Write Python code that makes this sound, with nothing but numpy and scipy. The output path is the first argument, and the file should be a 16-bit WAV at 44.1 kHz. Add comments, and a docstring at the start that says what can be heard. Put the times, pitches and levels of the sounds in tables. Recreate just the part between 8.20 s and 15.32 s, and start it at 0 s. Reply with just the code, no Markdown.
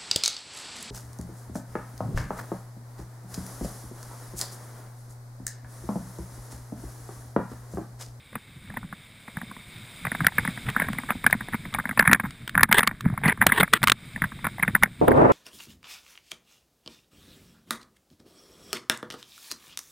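"""An off-road car crawls through mud, engine low, tyres hissing, heard from a small camera in a closed
plastic case. The case rumbles as it is carried through dry brush: knocks ring its shell and thud its
mount. From 2 s stalks snap against it and twigs drag over it; the hardest blows overload the microphone
and duck the background. A hollow stalk rings at 5.5 s. All is mono until, at 6.8 s, a puff of wind and
then a growing gust buffet both microphone ports."""
import sys
import numpy as np
from scipy import signal
from scipy.fft import rfft, irfft, next_fast_len
from scipy.io import wavfile
from scipy.ndimage import uniform_filter1d

SR = 44100
rng = np.random.default_rng(int(sys.argv[2]) if len(sys.argv) > 2 else 0)


def inscribe(sig):
    """Save sig as 16-bit PCM at rate SR to the path in sys.argv[1].

    A 1-D sig is mono; a 2-D sig holds one channel per row.
    Samples are clipped to [-1, 1] before scaling.
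    """
    pcm = np.round(np.clip(np.atleast_2d(sig).T, -1, 1) * 32767)
    wavfile.write(sys.argv[1], SR, pcm.astype(np.int16))


N = 313973
TIME = np.arange(N) / SR

# tone of the rumbling case: f/Hz, gain/dB
RUMBLE_COLOUR = [(15, -10), (35, -1), (70, -4.5), (120, 4.5), (220, -2.5), (320, -13), (500, -30),
                 (1000, -57), (5000, -86)]
# distinct knocks on the case: t/s, relative level/dB
KNOCKS = [(0.129, -44), (0.155, -29), (0.501, -39), (0.54, -41), (0.571, -28), (0.63, -41.5),
          (0.727, -33.5), (1.08, -38.5), (1.17, -30.5), (1.215, -33.5), (1.313, -37), (1.366, -40.5),
          (1.851, -24.5), (1.868, -26), (1.917, -23.5), (1.949, -26.5), (2.006, -22.5), (2.046, -21.5),
          (2.068, -7), (2.183, -14.5), (2.251, -25), (2.276, -23.5), (2.375, -32.5), (2.486, -28.5),
          (2.564, -16.5), (2.599, -19.5), (2.62, -20), (2.685, -26), (2.733, -35), (2.785, -24.5),
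          (2.835, -35.5), (2.905, -17.5), (3.042, -23.5), (3.065, -7.5), (3.128, -11), (3.208, -28),
          (3.285, -33), (3.334, -27), (3.453, -35), (3.547, -22.5), (3.587, -23), (3.598, -25),
          (3.655, -24), (3.692, -26), (3.711, -26), (3.775, -20.5), (3.795, -5), (3.808, -14.5),
          (3.825, -16.5), (3.876, -10), (3.895, -15.5), (3.914, -14), (3.931, -6), (3.947, -9),
          (3.999, -19), (4.352, -17.5), (4.378, -11.5), (4.395, -15), (4.432, 1), (4.491, -27.5),
          (4.515, -16), (4.525, -7), (4.583, -7.5), (4.606, -15), (4.631, -15), (4.676, -17),
          (4.712, -30.5), (4.855, -36), (4.9, -37), (4.939, -39), (4.977, -25.5), (5.057, -17),
          (5.097, -18.5), (5.175, -38.5), (5.215, -10), (5.224, -13.5), (5.237, -27), (5.267, -7),
          (5.296, -17), (5.321, -8.5), (5.408, -13.5), (5.431, -11.5), (5.536, -7), (5.636, -17),
          (5.674, -17.5), (5.696, -32), (5.718, -19.5), (5.961, -27.5), (6.02, -18), (6.04, -20.5),
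          (6.119, -36.5), (6.244, -25), (6.252, -23.5), (6.268, -21.5), (6.395, -29), (6.427, -18.5),
          (6.433, -15.5), (6.479, -19), (6.551, -9), (6.626, -18.5), (6.634, -6), (6.659, -25),
          (6.881, -18.5), (6.917, -20.5)]
# tone of dry stalks cracking: f/Hz, gain/dB
SNAP_COLOUR = [(200, 3), (820, -5), (1150, 14), (2300, 9), (3500, 7), (5000, -2.5), (6000, -8), (7200, -4),
               (8500, -0.5), (10200, -3.5), (11400, -32), (12600, -27), (14300, 1), (16000, -17)]


def undb(db):
    """Decibels to gain."""
    return 10 ** (np.asarray(db) / 20)


def unit(x):
    """Scale to rms 1."""
    return x / np.sqrt(np.mean(x ** 2) + 1e-18)


def curve(rows):
    """Automation: straight lines through (t/s, value) points."""
    return np.interp(TIME, *np.transpose(rows))


def add(track, s, sound):
    """Mix a sound in at time s."""
    i = int(np.clip(s * SR, 0, N - 1))
    track[i:i + len(sound)] += sound[:N - i]


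def colour(x, points):
    """EQ through (f/Hz, gain/dB) points."""
    size = next_fast_len(len(x))
    hz, db = np.transpose(points)
    bin_hz = np.maximum(np.fft.rfftfreq(size, 1 / SR), 1)
    gain = undb(np.interp(np.log(bin_hz), np.log(hz), db))
    return irfft(rfft(x, size) * gain, size)[:len(x)]


def noise(points):
    """Coloured noise of rms 1."""
    return unit(colour(rng.standard_normal(N), points))


def wander(rate):
    """Modulation that glides to a new random value rate times a second."""
    return np.interp(TIME * rate, np.arange(4096), rng.standard_normal(4096))


def grit(size, per_s, spread_db):
    """Sparse clicks of uneven strength."""
    hits = rng.random(size) < per_s / SR
    return hits * rng.standard_normal(size) * undb(spread_db * rng.standard_normal(size))


def engine(gain_db, wobble, load_db_per_octave):
    """Muffled firing harmonics waver under load and swell as the revs rise."""
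    # engine speed: t/s, firing rate/Hz
    revs = [(0, 80), (.45, 89), (.75, 101), (1.5, 120), (2, 127), (2.6, 124), (3.5, 112), (4.7, 105),
            (6.2, 112), (7.12, 110)]
    # harmonics: multiple of the firing rate, relative level/dB
    orders = [(1, 4.5), (1.5, -8), (2, 1), (3, -6), (4, -7.5), (5, -7), (6, -3.5)]
    hz = curve(revs)
    phase = 2 * np.pi * np.cumsum(hz * (1 + wobble * wander(22))) / SR
    hum = sum(undb(db + 2 * wander(54)) * np.sin(k * phase) for k, db in orders)
    return unit(hum) * undb(gain_db + load_db_per_octave * np.log2(hz / hz.mean()))


def tyres(hiss_db, spray_db, crackle, flicker_db):
    """Hiss and fine wet spray of the car in the mud rise and fall together, heard through the case."""
    # swell of both layers: t/s, relative level/dB
    swell = [(0, -56.5), (.9, -54), (1.5, -50), (2.25, -44), (2.6, -47.5), (3.3, -49.5), (4.25, -55.5),
             (4.8, -59.5), (5.8, -51.5), (6.4, -52), (7.12, -56.5)]
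    # what the case walls let through of the hiss: f/Hz, gain/dB
    hiss_colour = [(350, -3), (750, -5), (1300, -2), (1950, -1), (2220, 9), (2430, 2), (2900, -6),
                   (3250, 0), (3430, -1), (3650, 6), (4300, -10), (5000, -8), (5900, -24), (7000, -45)]
    # and of the spray: f/Hz, gain/dB
    spray_colour = [(4500, -30), (6100, -20), (7000, -6), (7900, -7), (8400, 5), (8900, -7), (9400, -7),
                    (9850, 1), (11000, -18), (12200, -24), (13400, -14), (14250, -3), (15100, -8),
                    (15700, -40)]
    mud = unit(rng.standard_normal(N) + crackle * unit(grit(N, per_s=1200, spread_db=1.5)))
    hiss = unit(colour(mud, hiss_colour)) * undb(hiss_db + flicker_db * wander(17))
    spray = unit(colour(mud, spray_colour)) * undb(spray_db + flicker_db * wander(14))
    return (hiss + spray) * undb(curve(swell))


def shell_ring(detune, patchy_db, soft_db=0, size=512):
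    """One contact rings the shell: close modes swell and die in a few ms, differently at each spot."""
    # resonances of the plastic shell: f/Hz, width/Hz, relative level/dB
    modes = [(596, 480, -21), (1061, 870, -4), (1667, 740, 2), (1837, 930, -5.5), (2089, 485, -3),
             (3545, 750, -24.5), (4900, 670, -41.5), (8800, 1600, -33.5), (10180, 950, -13),
             (10310, 2100, -25), (12800, 430, -38.5), (13740, 960, -15), (15070, 1200, -47)]
    t = np.arange(size) / SR
    hz, width, db = np.transpose(modes)[:, :, None]
    pitch, strength, phase = rng.standard_normal((3, len(modes), 1))
    octaves_below = np.maximum(np.log2(1837 / hz), 0)  # soft contacts favour the modes under 1837 Hz
    gain = undb(db + patchy_db * strength + soft_db * octaves_below)
    age = np.pi * width * t
    tones = np.sin(2 * np.pi * ((hz + detune * width * pitch) * t + phase))
    return np.sum(gain * width * age ** 2 * np.exp(-age) * tones, axis=0)


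def handling(mount, gain_db, shake_db, shake_s, lurch_db, creak_db, clump_db):
    """The carried case rumbles in lurches, more around each mount thud; its joints creak in clumps."""
    # rumble bed between the blows: t/s, relative level/dB
    bed = [(0, -65.5), (.5, -50.5), (.9, -59.5), (1.8, -52.5), (2.5, -43), (3.6, -48), (4.2, -49),
           (4.85, -45.5), (5.8, -48.5), (6.8, -52.5)]
    lurch = np.tanh(wander(35))
    shaken = np.sqrt(abs(uniform_filter1d(mount ** 2, int(shake_s * SR))))
    effort = np.hypot(undb(curve(bed) + gain_db), undb(shake_db) * shaken)
    rumble = unit(colour(rng.standard_normal(N) * undb(lurch_db * lurch), RUMBLE_COLOUR))
    slips = grit(N, per_s=900, spread_db=2.5) * undb(clump_db * lurch)
    creak = signal.oaconvolve(slips, shell_ring(detune=0, patchy_db=0))[:N]
    return effort * (rumble + undb(creak_db) * unit(creak))


def contacts(bounces=2, gap_s=.011, bounce_loss_db=16, tap_spread_s=.025, tap_loss_db=20.5):
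    """Every knock, its weaker bounces and one faint tap nearby, as (t/s, level/dB)."""
    s, db = np.transpose(KNOCKS)[:, :, None]
    gap, scatter, tap = rng.standard_normal((len(KNOCKS), 3, bounces)).transpose(1, 0, 2)
    bounce_s = s + gap_s * np.cumsum(1 + np.tanh(gap) / 2, axis=1)
    bounce_db = db - bounce_loss_db * np.arange(1, bounces + 1) - 0.5 * scatter
    tap_s = s + tap_spread_s * tap[:, :1]
    tap_db = db - tap_loss_db + 3 * tap[:, -1:]
    return [*KNOCKS, *zip(bounce_s.flat, bounce_db.flat), *zip(tap_s.flat, tap_db.flat)]


def knocks(gain_db, touch_s, chatter_s, rattle, rattle_s, firm_db, softening, firming):
    """A growing touch, a blow, a few ms of chatter and a weak longer rattle all ring the shell."""
    size, blow_at = 1536, 160  # samples
    out, t = np.zeros(N), (np.arange(size) - blow_at) / SR
    pressure = np.exp(-abs(t) / np.where(t < 0, touch_s, chatter_s))
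    pressure += rattle * np.exp(-abs(t) / np.where(t < 0, 2 * touch_s, rattle_s))
    for s, db in contacts():
        weakness_db = firm_db - db  # weak knocks chatter more and sound duller
        force = grit(size, per_s=6500, spread_db=2.0) * pressure * undb(firming * weakness_db)
        force[blow_at] += 1
        ring = shell_ring(detune=0.13, patchy_db=1.1, soft_db=softening * weakness_db)
        knock = np.convolve(force, ring)
        front_rms = np.std(knock[blow_at:blow_at + 220])  # 5 ms from the blow
        add(out, s + t[0], knock * undb(db + gain_db) / front_rms)
    return out


def mount_thuds(gain_db, thud_hz, scatter, t60_s, push_s, sway, sway_hz, sway_growth, size=4096):
    """The mount swings briefly after a push, lower after a slow one; heavy pushes sway its pole."""
    # heavy jolts: t/s, relative level/dB, f/Hz
    jolts = [(0.164, -38, 150), (0.645, -37, 177), (1.172, -33.5, 181), (1.232, -35, 207),
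             (1.872, -27.5, 150), (2.014, -22, 150), (2.283, -22.5, 164), (2.479, -24.5, 136),
             (2.701, -26.5, 176), (2.954, -32, 213), (3.15, -24.5, 204), (3.345, -23, 210),
             (3.879, -14.5, 170), (3.899, -18, 182), (3.928, -17.5, 270), (4.04, -25, 193),
             (4.365, -25, 162), (4.384, -26, 158), (4.495, -22.5, 179), (4.861, -13.5, 161),
             (4.901, -25.5, 171), (4.927, -24, 141), (5.06, -16.5, 167), (5.081, -20.5, 208),
             (5.266, -18.5, 358), (5.403, -20, 175), (5.427, -21, 206), (5.628, -24.5, 139),
             (6.019, -22, 170), (6.484, -25.5, 211)]
    # tone of a push through the mount: f/Hz, gain/dB
    mount_colour = [(30, -11), (120, 0.5), (280, 1.5), (370, -8), (900, 26), (3000, -33)]
    thud_db, knock_db, slope, lag_s = -30, -19, 0.62, 0.0021  # a knock at knock_db pushes at thud_db
    pushes = jolts + [(s + lag_s, thud_db + slope * (db - knock_db), thud_hz) for s, db in KNOCKS]
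    out, t = np.zeros(N), np.arange(size) / SR
    for s, db, hz in pushes:
        direction, detune = rng.standard_normal(2)
        swing = np.cos(2 * np.pi * hz * (1 + scatter * detune) * t)
        pole = sway * undb(sway_growth * (db - thud_db)) * np.sin(2 * np.pi * sway_hz * t)
        attack = (1 - np.exp(-t / push_s * (hz / thud_hz) ** 2)) ** 2
        thud = (swing + pole) * attack * undb(-60 * t / t60_s)
        front_rms = np.std(thud[:441])  # first 10 ms
        add(out, s, np.sign(direction) * thud * undb(db + gain_db) / front_rms)
    return colour(out, mount_colour)


def snaps(gain_db, rise_s, decay_s, size=512):
    """Short broadband cracks that swell as a stalk gives way."""
    # breaking stalks: t/s, relative level/dB
    cracks = [(2.067, -32), (2.5, -46), (2.731, -48), (3.065, -36.5), (3.109, -42), (3.54, -41.5),
              (3.793, -31), (3.932, -19), (4.107, -50.5), (4.277, -42.5), (4.294, -45.5), (4.433, -22),
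              (4.527, -22), (4.584, -31), (4.592, -25.5), (4.634, -41), (4.674, -28), (4.808, -45.5),
              (5.08, -38), (5.267, -19), (5.536, -20.5), (5.63, -32), (5.64, -31), (5.673, -28),
              (5.682, -27.5), (5.698, -22.5), (5.719, -19.5), (6.633, -33)]
    out, t = np.zeros(N), np.arange(size) / SR
    burst = (1 - np.exp(-t / rise_s)) * np.exp(-t / decay_s)
    for s, db in cracks:
        add(out, s, undb(db + gain_db) * unit(rng.standard_normal(size) * burst))
    return colour(out, SNAP_COLOUR)


def rubs(ring_gain_db, rasp_gain_db, fade_s, jerk_db):
    """Dense stick-slip clicks ring the shell in jerks; dry twigs add a brighter rasp."""
    # drags over the case: start/s, end/s, relative ring level/dB, relative rasp level/dB
    drags = [(2.462, 2.51, -34.5, -52.5), (2.555, 2.675, -35, -59), (2.886, 2.919, -29, -59),
             (3.322, 3.357, -31, -67), (3.85, 3.925, -21.5, -55), (4.033, 4.07, -32, -72),
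             (4.511, 4.521, -17, -41), (4.543, 4.597, -14, -29.5), (5.034, 5.127, -21.5, -50),
             (5.268, 5.306, -40, -40.5), (5.324, 5.407, -23, -40), (5.399, 5.418, -27, -31.5),
             (5.528, 5.577, -29, -38.5)]
    # tone of the dry twigs: f/Hz, gain/dB
    rasp_colour = [(250, 0.5), (440, 12), (650, -14.5), (1300, 10.5), (2500, 2), (3600, 5), (4200, -8.5),
                   (6000, -29), (7600, -16.5), (8500, -0.5), (9700, -12), (12000, -25), (14800, -5),
                   (16000, -35)]
    ring, rasp = np.zeros(N), np.zeros(N)
    jerks = undb(jerk_db * wander(160))
    slips = grit(N, per_s=5000, spread_db=2.5) * jerks
    for start, end, ring_db, rasp_db in drags:
        t = np.arange(int((end - start) * SR)) / SR
        fade = np.clip(np.minimum(t, t[-1] - t) / fade_s, 0, 1)
        force = unit(slips[int(start * SR):][:len(t)] * fade)
        scrape = signal.fftconvolve(force, shell_ring(detune=0.02, patchy_db=3.0))
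        add(ring, start, undb(ring_db + ring_gain_db) * unit(scrape))
        add(rasp, start, undb(rasp_db + rasp_gain_db) * force)
    return ring + colour(rasp, rasp_colour)


def hollow_stalk(at_s, level_db, size=4096):
    """A hollow stalk strikes the case and rings briefly in its own modes."""
    # resonances of the stalk: f/Hz, relative level/dB, t60/s
    modes = [(1400, -7, 0.11), (1780, -17, 0.068), (2030, 4, 0.048), (2920, 0, 0.038)]
    out, t = np.zeros(N), np.arange(size) / SR
    ring = sum(undb(db - 60 * t / t60) * np.sin(2 * np.pi * hz * t) for hz, db, t60 in modes)
    add(out, at_s, ring * undb(level_db) / np.std(ring[:441]))  # level over the first 10 ms
    return out


def port_eddies(puff_s, puff_db, fall_s, gust_s, gust_db, growth_db_per_s, attack_s, open_s, flutter_db):
    """A puff, then a gust that grows and brightens, swirl at both ports: centred bass, wide mids."""
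    # tone of the eddies: f/Hz, gain/dB
    eddy_colour = [(15, -38), (25, -16), (102, -2.5), (144, -4.5), (188, -4.5), (332, -0.5), (394, -1),
                   (695, -3.5), (805, -7), (934, -6.5), (2560, -31), (3710, -51.5), (9000, -60),
                   (11700, -103), (19800, -120)]
    # stereo width: f/Hz, side minus mid/dB
    width = [(60, -17), (110, -14), (200, -4), (380, 0), (700, 3), (1300, 5), (2400, 0), (8000, -20)]
    # slow air is duller: f/Hz, gain/dB
    slow_air = [(450, 2), (800, 0), (1500, -11.5), (4000, -3)]
    puff_age, gust_age = np.maximum(TIME - puff_s, 0), np.maximum(TIME - gust_s, 0)
    puff = np.minimum(puff_age / attack_s, 1) * undb(puff_db) * np.exp(-puff_age / fall_s)
    gust = np.minimum(gust_age / attack_s, 1) * undb(gust_db + growth_db_per_s * gust_age)
    speed = np.minimum(gust_age / open_s, 1)
    eddies = noise(eddy_colour), colour(noise(eddy_colour), width)
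    mid, side = (speed * x + (1 - speed) * colour(x, slow_air) for x in eddies)
    return (puff + gust) * undb(flutter_db * wander(80)) * np.array([mid + side, mid - side])


def wind(start_s, rise_s, buffet_db, rustle_db):
    """Wind buffets the case and rustles dry grass, then breaks into eddies at the ports."""
    eddies = port_eddies(puff_s=6.813, puff_db=-14.5, fall_s=0.028,
                         gust_s=6.874, gust_db=-20.5, growth_db_per_s=28.5,
                         attack_s=0.0021, open_s=0.17, flutter_db=2.5)
    rustle = unit(colour(grit(N, per_s=2400, spread_db=4), SNAP_COLOUR)) * undb(rustle_db)
    buffet = noise(RUMBLE_COLOUR) * undb(buffet_db)
    fade_in = np.clip((TIME - start_s) / rise_s, 0, 1)
    return (buffet + rustle) * fade_in + eddies


def scene():
    """The car as a bed, the handling and blows up close, and stereo wind to finish."""
    car = engine(gain_db=-61.5, wobble=.02, load_db_per_octave=2)
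    car += tyres(hiss_db=1, spray_db=-7.0, crackle=0.51, flicker_db=0.8)
    brush = knocks(gain_db=1.0, touch_s=0.00079, chatter_s=0.0028, rattle=0.085, rattle_s=0.0038,
                   firm_db=-23.0, softening=0.5, firming=0.052)
    brush += rubs(ring_gain_db=-2.5, rasp_gain_db=15, fade_s=0.0017, jerk_db=5.5)
    brush += snaps(gain_db=8.5, rise_s=0.00028, decay_s=0.0018)
    brush += hollow_stalk(at_s=5.535, level_db=-15.5)
    mount = mount_thuds(gain_db=-0.5, thud_hz=203.6, scatter=0.093, t60_s=0.037, push_s=0.0014,
                        sway=0.17, sway_hz=61.5, sway_growth=0.34)
    carry = handling(mount, gain_db=5, shake_db=-7.5, shake_s=0.047,
                     lurch_db=6.5, creak_db=-15, clump_db=4)
    air = wind(start_s=6.79, rise_s=0.0096, buffet_db=-33, rustle_db=-51)
    return car + carry + brush + mount + air


def limiter(x, threshold_db, slope, attack_s, release_db_per_s):
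    """Loud blows pull the gain down, so the background ducks just after them."""
    peak_db = 20 * np.log10(abs(x).max(axis=0) + 1e-9)
    over_db = np.maximum(peak_db - threshold_db, 0)
    fall = release_db_per_s * TIME
    held_db = np.maximum.accumulate(over_db + fall) - fall  # each peak is let go at a steady rate
    pole = np.exp(-1 / (attack_s * SR))
    return x * undb(-slope * signal.lfilter([1 - pole], [1, -pole], held_db))


def record(dry):
    """The fronts of hard blows slip past the limiter and clip; the top is cut at 15.6 kHz."""
    limited = limiter(dry, threshold_db=-7, slope=0.46, attack_s=0.0017, release_db_per_s=134)
    clipped = np.clip(limited, -.92, .92)
    return signal.sosfilt(signal.ellip(10, .2, 80, 15600, fs=SR, output="sos"), clipped)


dry = scene()
out = record(dry)
inscribe(out)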